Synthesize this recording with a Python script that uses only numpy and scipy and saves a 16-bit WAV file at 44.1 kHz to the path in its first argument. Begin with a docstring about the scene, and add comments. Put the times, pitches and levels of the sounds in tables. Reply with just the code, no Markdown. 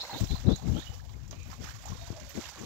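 """Wet net in a shallow pond

A wet net is dragged and lifted through a pond: wash, bubbles, drips and small splashes, with birds nearby.
The wash is filtered noise full of tiny ringing bubbles; larger bubbles are dying sines that rise in pitch.
Splashes are noise bursts and birds are shaky gliding tones, both with a short echo. Low noise rumbles below.
Wind buffets the left microphone port, where the rest arrives muffled most of the time; the right stays clear."""
import sys
import numpy as np
from scipy import signal
from scipy.fft import rfft, irfft
from scipy.io import wavfile
from scipy.ndimage import uniform_filter1d

SR = 44100
rng = np.random.default_rng(int(sys.argv[2]) if len(sys.argv) > 2 else 0)


def waveform_to_disk(signal):
    """Save audio, clipped to [-1, 1], as 16-bit WAV at the path in sys.argv[1]."""
    frames = np.transpose(np.atleast_2d(signal))
    scaled = np.clip(frames, -1, 1) * 32767
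    samples = np.round(scaled).astype(np.int16)
    wavfile.write(sys.argv[1], SR, samples)


N = 116865  # length in samples


def gain_of(db):
    """Turns dB into a factor for the waveform."""
    return 10 ** (np.asarray(db) / 20)


def evened(x):
    """Scales a sound to an rms (average strength) of 1."""
    return x / np.sqrt(np.mean(x ** 2) + 1e-20)


def read(points, hz):
    """Reads a table of values over frequency, going evenly in log frequency between its points."""
    table_hz, value = np.transpose(points)
    return np.interp(np.log(hz + 1), np.log(table_hz + 1), value)


def curve(rows, order=1):
    """Reads one column of a table over time, at every sample."""
    rows = np.array(rows)
    return np.interp(np.arange(N) / SR, rows[:, 0], rows[:, order])


def add(mix, s, sound):
    """Mixes a sound in, starting at s seconds."""
    part = mix[max(round(s * SR), 0):][:len(sound)]
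    part += sound[:len(part)]


def colour(x, points):
    """Makes each frequency louder or softer by a table in dB."""
    gain = gain_of(read(points, np.fft.rfftfreq(x.shape[-1], 1 / SR)))
    return irfft(rfft(x) * gain, x.shape[-1])


def wobble(rate_hz):
    """Random wandering of rms 1: noise with what is faster than rate_hz filtered down."""
    lowpass = signal.butter(2, rate_hz, fs=SR, output="sos")
    return evened(signal.sosfilt(lowpass, rng.standard_normal(N)))


def ring(hz, cycles, rise):
    """One bubble: a sine that starts softly, dies away and rises in pitch."""
    u = np.arange(int(2 * cycles * SR / hz)) * hz / SR  # time counted in cycles of the first pitch
    tone = np.sin(2 * np.pi * u * (1 + rise * u / cycles))
    return tone * np.exp(-3 * u / cycles) * (1 - np.exp(-u))


def grains(lo_hz, hi_hz, per_s, cycles, spread_db):
    """Many small bubbles at random moments, each with one of 30 pitches and a random strength."""
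    starts = rng.random(N) < per_s / SR
    size = gain_of(spread_db * np.minimum(rng.exponential(1, N), 4)) * starts
    kind = rng.integers(0, 30, N)
    out = np.zeros(N)
    for k, hz in enumerate(np.geomspace(lo_hz, hi_hz, 30)):
        bubble = ring(hz, cycles, 0.085) * np.sqrt(hz)  # the root makes up for shorter ringing
        out += signal.oaconvolve(size * (kind == k), bubble)[:N]
    return evened(out)


def wash(spectrum, patchy_db, flicker_db):
    """Coloured noise with random louder and softer patches in time and pitch, and a flickering level."""
    _, _, z = signal.stft(rng.standard_normal(N), SR, nperseg=256)
    patches = uniform_filter1d(rng.standard_normal(z.shape), 5, 0)
    patches = evened(uniform_filter1d(patches, 8, 1))
    x = signal.istft(z * gain_of(patchy_db * patches), SR, nperseg=256)[1][:N]
    return evened(colour(x, spectrum) * gain_of(flicker_db * wobble(29.6)))


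def water():
    """Gurgle, trickle and fizz are noise with bubble rings; ticks join the fizz and mist lies on top."""
    # Each row: time in seconds, then the levels of gurgle, trickle and fizz in dB, before the patter.
    levels = [(0, -42, -49, -40), (.15, -48.5, -45.5, -40), (.21, -41, -52, -37.5), (.3, -47.5, -51, -40.5),
              (.36, -44, -51.5, -39.5), (.45, -49, -49.5, -44), (.6, -50, -54.5, -47),
              (.78, -47.5, -49.5, -41), (.9, -49, -53, -46), (1.02, -53, -61.5, -51),
              (1.22, -57.5, -59, -54), (1.3, -60, -63, -53), (1.33, -49, -52, -50.5),
              (1.41, -58.5, -63, -50.5), (1.52, -48, -47.5, -46), (1.59, -53.5, -60, -48),
              (1.65, -45.5, -43, -40), (1.78, -54.5, -52, -44.5), (1.88, -46, -49, -43.5),
              (2.02, -51.5, -52.5, -42.5), (2.2, -54.5, -52.5, -45), (2.42, -51, -48, -37.5),
              (2.55, -55.5, -49, -41.5), (2.65, -47.5, -48.5, -41.5)]
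    # Level of the mist, before the patter. Each row: time in seconds, level in dB.
    mist_levels = [(0, -55), (.21, -44.5), (.4, -57), (.62, -67), (.82, -55), (1.05, -63), (1.4, -67),
                   (1.5, -55), (1.6, -62), (1.66, -56), (2.15, -66), (2.38, -56), (2.65, -66)]
    # Tone colours of the four kinds of noise. Each row: frequency in Hz, relative level in dB.
    gurgle = [(200, -4), (400, -11), (750, 2.5), (1100, -1), (1600, -30), (3000, -21)]
    trickle = [(600, -19), (1100, 1.5), (1600, 8.5), (2400, 4), (3500, -3), (6000, -18)]
    fizz = [(1000, -51), (2500, -0.5), (4000, 3), (6000, 7.5), (9000, 9), (12000, -1.5), (16000, -18)]
    mist_colour = [(8000, -38), (11000, -11), (16000, -6)]
    # rings per second, and levels in dB against the noise around them
    bubbles_per_s, bubbles_db = 350, -2.5
    spray_per_s, spray_db = 1900, -6.5
    ticks_per_s, ticks_db = 900, -7

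    low = wash(gurgle, patchy_db=1.5, flicker_db=3.4)
    low += gain_of(bubbles_db) * grains(463.6, 1264, bubbles_per_s, cycles=21.2, spread_db=5.5)
    mid = wash(trickle, patchy_db=-0.5, flicker_db=2.5)
    mid += gain_of(bubbles_db) * grains(1090, 3046, 2 * bubbles_per_s, cycles=14.6, spread_db=2.5)
    high = wash(fizz, patchy_db=1.2, flicker_db=1.5)
    high += gain_of(spray_db) * grains(2992, 7610, spray_per_s, cycles=19.4, spread_db=4.5)
    high += gain_of(ticks_db) * grains(1484, 8770, ticks_per_s, cycles=3.9, spread_db=3)

    out = gain_of(curve(mist_levels)) * wash(mist_colour, patchy_db=1.0, flicker_db=1.5)
    for order, layer in enumerate([low, mid, high], start=1):
        out += evened(layer) * gain_of(curve(levels, order))
    patter = gain_of(1.14 * wobble(24))  # all of the water flickers together
    return patter * out


def bubbles():
    """Bubbles that stand out: each rings as a dying sine that rises in pitch."""
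    # Each row: start in seconds, strength in dB, first pitch in Hz.
    single_bubbles = [(.05, -30, 2040), (0.095, -27, 902), (.111, -29, 770), (.13, -27, 773),
                      (0.139, -32.5, 238), (.146, -29, 892), (.162, -27.5, 770), (.179, -32, 520),
                      (.242, -30.5, 652), (.314, -36, 2250), (.36, -40, 944), (.485, -28, 876),
                      (0.596, -34, 786), (0.676, -36, 1250), (.682, -34, 846), (0.742, -37, 254),
                      (0.767, -31, 1310), (.823, -33, 1740), (.917, -36, 790), (1, -38, 1640),
                      (1.045, -40, 840), (1.14, -41.5, 2030), (1.327, -36.5, 555), (1.329, -37, 1096),
                      (1.499, -38, 900), (1.529, -32.5, 1010), (1.617, -39, 560), (1.637, -39, 364),
                      (1.641, -33, 1270), (1.655, -38, 846), (1.66, -37, 2270), (1.673, -34.5, 1190),
                      (1.689, -30, 1590), (1.853, -31.5, 700), (1.855, -31.5, 812), (1.922, -30, 1020),
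                      (1.973, -36, 1000), (2.074, -35.5, 945), (2.443, -32, 2720), (2.459, -33, 1810),
                      (2.572, -36, 1070), (2.63, -38, 1060)]
    out = np.zeros(N)
    for s, db, hz in single_bubbles:
        cycles = 16 * np.sqrt(hz / 1000)  # higher bubbles ring for more cycles
        add(out, s, gain_of(db) * ring(hz, cycles, rise=0.06))
    return out


def splashes():
    """Drops that splash: a tick, then a dying burst of noise, wide with a coloured centre."""
    # Each row: start in seconds, strength in dB, centre in Hz, strength of the wide noise in dB.
    drops = [(0.2046, -28, 8100, -1), (0.2423, -38, 5600, 6), (0.518, -34, 3940, -13),
             (0.5585, -32.5, 6900, -2), (.7, -46.5, 12100, -9), (0.9388, -45.5, 5560, 8),
             (1.093, -46.5, 3540, -12), (1.279, -43.5, 7060, -19), (1.31, -36, 5940, 1),
             (1.327, -43, 2960, -3), (1.353, -55, 5500, -4), (1.4294, -43, 6570, -22),
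             (1.476, -50.5, 12400, -4), (1.502, -42, 4840, -8), (1.515, -41.5, 5560, -3),
             (1.6185, -41, 5500, -11), (1.6407, -37.5, 5440, -10), (1.658, -40, 5100, -11),
             (1.696, -48, 5800, -12), (1.738, -50, 6650, -6), (1.857, -33, 7050, -20),
             (1.8852, -33.5, 6100, -16), (1.9025, -43, 6120, 7), (1.958, -52, 4020, -7),
             (2.1642, -42, 5400, -1), (2.199, -44, 6300, 6), (2.294, -39.5, 13400, -20),
             (2.356, -43, 6750, -11), (2.4104, -38.5, 5760, 4), (2.4547, -34, 3220, -26),
             (2.487, -36, 5060, -20), (2.593, -38, 6750, -15), (2.613, -39, 6200, -12)]
    t60, width_hz = 0.061, 870  # seconds to die by 60 dB; width of the coloured centre
    tick_db = -7  # against the start of the burst
    out, t = np.zeros(N), np.arange(2400) / SR
    for s, db, hz, wide_db in drops:
        noise = rng.standard_normal(2400)
        centre = signal.lfilter(*signal.iirpeak(hz, hz / width_hz, SR), noise)
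        burst = evened(centre) + gain_of(wide_db) * uniform_filter1d(noise, size=3)
        tick = gain_of(db + tick_db) * np.exp(-t / 0.00012)
        add(out, s, (gain_of(db - 60 * t / t60) + tick) * burst)
    return out


def birds():
    """Gliding notes with shaky pitch and level; a weaker tone above each adds to the hoarseness."""
    # Hoarse notes of a near bird, then soft notes of a far one. Each row: start in seconds,
    # length in seconds, level in dB, first pitch in Hz, last pitch in Hz, hoarseness (pitch shake) in Hz.
    chirps = [(0, 0.025, -33, 3710, 4270, 256), (0.103, 0.032, -37.5, 4000, 4170, 101),
              (0.133, 0.061, -36.5, 3600, 4060, 129.6), (0.285, 0.045, -37.5, 4000, 4170, 107),
              (.302, 0.066, -37, 3453, 4150, 143), (0.465, 0.029, -39, 3840, 4060, 110),
              (0.488, 0.073, -37.5, 3404, 4120, 128), (0.737, .1, -42.5, 2810, 3844, 170),
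              (0.849, 0.041, -43, 2873, 3005, 35), (1.332, 0.131, -53.5, 2402, 2490, 150),
              (1.926, 0.144, -54, 3750, 3740, 91.5)]
    coos = [(.65, 0.19, -54.5, 754, 701, 34), (1.98, .12, -54, 653, 696, 17),
            (2.12, 0.087, -51.5, 655, 615, 57), (2.19, 0.17, -56.5, 555, 561, 15)]
    broken_db = 3  # unsteadiness of the level
    upper_step, upper_db = 4, -11  # upper tone: distance in hoarseness widths, level against the note
    out, shake, flutter = np.zeros(N), wobble(271), wobble(51)
    for s, length, db, first_hz, last_hz, hoarse_hz in chirps + coos:
        start = round(s * SR)
        at = slice(start, start + int(length * SR))
        u = np.linspace(0, 1, at.stop - at.start)  # 0 to 1 through the note
        hz = first_hz + (last_hz - first_hz) * u + hoarse_hz * shake[at]
        level = np.sin(np.pi * u ** 1.56) ** 0.21 * gain_of(db + broken_db * flutter[at])
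        turn = 2 * np.pi * np.cumsum(hz) / SR
        upper_turn = turn + 2 * np.pi * upper_step * hoarse_hz * length * u
        note = np.sin(turn) + gain_of(upper_db) * np.sin(upper_turn)
        add(out, s, np.sqrt(2) * level * note)
    return out


def banks(x, echo_db):
    """A short blurred echo from the banks: copies of the sound along a dying noise tail."""
    t60 = 0.39  # seconds for the echo to die by 60 dB
    t = np.arange(SR // 3) / SR
    tail = rng.standard_normal(len(t)) * gain_of(-60 * t / t60)
    return x + gain_of(echo_db) * signal.fftconvolve(x, tail / np.linalg.norm(tail))[:N]


def breeze_and_gusts():
    """Lumpy low noise: a breeze, and gusts that swell and fade like a bell curve and reach higher in pitch."""
    # Steady breeze, before the lumps. Each row: time in seconds, level in dB.
    breeze = [(0, -72), (.1, -98), (.25, -33), (.45, -35), (.6, -41), (.9, -40.5), (1.2, -35.5),
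              (1.5, -38.5), (1.8, -39), (2.05, -38.5), (2.2, -44.5), (2.45, -47), (2.65, -53)]
    # Each row: middle of the gust in seconds, width in seconds, peak level in dB before the lumps,
    # corner in Hz (a higher one stretches the gust's tone colour upwards).
    gusts = [(0.151, 0.022, -32.5, 395), (0.227, 0.019, -17.5, 176), (0.326, 0.023, -19.5, 158),
             (0.397, 0.018, -32.5, 95), (0.497, 0.032, -11.5, 269), (.645, 0.023, -34, 226),
             (0.698, 0.045, -20.5, 190), (0.767, 0.026, -21.5, 254), (0.905, 0.015, -29.5, 99),
             (1.161, 0.026, -43, 290), (1.331, 0.06, -41, 268), (1.49, 0.014, -33.5, 210),
             (1.618, 0.031, -34, 239), (1.918, 0.027, -29, 171), (2.123, 0.017, -35, 317),
             (2.233, 0.03, -40, 177), (2.376, 0.021, -24, 318), (2.619, 0.042, -34.5, 350)]
    # Tone colours of the breeze, and of a gust with its corner at 200 Hz.
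    # Each row: frequency in Hz, relative level in dB.
    calm_colour = [(25, -16), (45, -3), (65, 3.5), (120, -2), (180, -17.5), (260, -21), (500, -53.5),
                   (1200, -55), (16000, -82)]
    gust_colour = [(25, -15), (60, 7.5), (120, 5.5), (200, 1), (320, -8.5), (600, -21), (1200, -37),
                   (2400, -53.5), (5000, -71), (16000, -82)]
    lumps_db = 1
    t, hz = np.arange(N) / SR, np.fft.rfftfreq(N, 1 / SR)
    white = rfft(rng.standard_normal(N))
    out = gain_of(curve(breeze)) * evened(colour(rng.standard_normal(N), calm_colour))
    for s, width, db, corner_hz in gusts:
        noise = evened(irfft(white * gain_of(read(gust_colour, 200 * hz / corner_hz)), N))
        bell = np.exp(-((t - s) / width) ** 2)
        out += gain_of(db) * bell * noise
    return out * gain_of(lumps_db * wobble(70.5))


def knocks():
    """Single knocks of air that snap in and swing out ever slower."""
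    # Each row: start in seconds, strength in dB, length of the first swing in seconds.
    air_knocks = [(.2245, -15, .003), (0.3223, -14.5, 0.0038), (.4995, -27, 0.0032), (.514, -9, 0.0032),
                  (.688, -29, 0.0036), (.7735, -32, 0.0019), (1.145, -46, 0.0002), (2.1033, -16, 0.0011),
                  (2.366, -26, 0.0011)]
    fade = 4.1  # time to die to about a third, in lengths of the first swing
    out = np.zeros(N)
    for s, db, length in air_knocks:
        u = np.arange(int(30 * length * SR)) / (length * SR)
        swing = np.sin(np.pi * np.sqrt(u))  # the root slows it down
        add(out, s, -gain_of(db) * swing * (1 - np.exp(-2 * u)) * np.exp(-u / fade))
    return out


def rumble():
    """Low background noise whose level drifts slightly."""
    # Each row: frequency in Hz, relative level in dB.
    rumble_colour = [(25, 10), (60, 15.5), (100, 2), (200, -1.5), (400, -1), (1000, -27), (16000, -34)]
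    return gain_of(-53.5 + 0.21 * wobble(5.9)) * evened(colour(rng.standard_normal(N), rumble_colour))


def left_port(x):
    """Dulls the sound by a changing amount and scatters its phase, more so towards the treble."""
    # How muffled the port is. Each row: time in seconds, loss in dB before the share and the limit.
    muffle = [(0, 0.6), (.1, 1.1), (.16, 20), (.24, 180), (.34, 190), (.45, 190), (1.0, 260), (1.58, 150),
              (1.66, 150), (1.76, 210), (2.05, 175), (2.16, 41), (2.26, 126), (2.34, 100), (2.42, 18),
              (2.55, 19), (2.65, 46)]
    # How much of that loss each pitch takes. Each row: frequency in Hz, share as a factor.
    muffle_share = [(300, 0.1), (1000, 0.15), (2200, 0.18), (4500, 0.59), (7000, 1.7), (13000, 0.74)]
    # How alike the two ports are in phase. Each row: frequency in Hz, likeness from 0 to 1.
    likeness = [(300, 0.45), (900, 0.77), (2000, 0.26), (4000, 0.053)]
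    most_db = 43  # deepest loss
    hz, t, z = signal.stft(x, SR, nperseg=512)
    loss_db = np.outer(read(muffle_share, hz), np.interp(t, *np.transpose(muffle)))
    scatter = np.pi * (1 - np.clip(read(likeness, hz), 0, 1))
    turn = scatter[:, None] * rng.uniform(-1.26, 1, z.shape)
    z = z * np.exp(1j * turn) * gain_of(-np.minimum(loss_db, most_db))
    return signal.istft(z, SR, nperseg=512)[1][:N]


def scene():
    """The pond at both ports, muffled at the left, where the wind is added."""
    drips = banks(bubbles() + splashes(), echo_db=-11)
    pond = water() + drips + banks(birds(), echo_db=-5) + rumble()
    wind = breeze_and_gusts() + knocks()
    return np.array([left_port(pond) + wind, pond])


def record(dry):
    """Adds the microphone's tone colour and a faint hiss, then cuts off the highest treble."""
    # Tone colour of the microphone. Each row: frequency in Hz, gain in dB.
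    mic = [(20, -26), (32, -6), (60, -2.5), (7000, -4.5), (8000, -14), (9300, -27.5), (10500, -16),
           (12500, -4.5), (16000, -3.5)]
    hiss_db, edge_hz = -83, 15760
    x = colour(dry, mic) + gain_of(hiss_db) * rng.standard_normal(dry.shape)
    lowpass = signal.firwin(1023, edge_hz, window=("kaiser", 10), fs=SR)
    return signal.oaconvolve(x, lowpass[None], "same")


dry = scene()
out = record(dry)
waveform_to_disk(out)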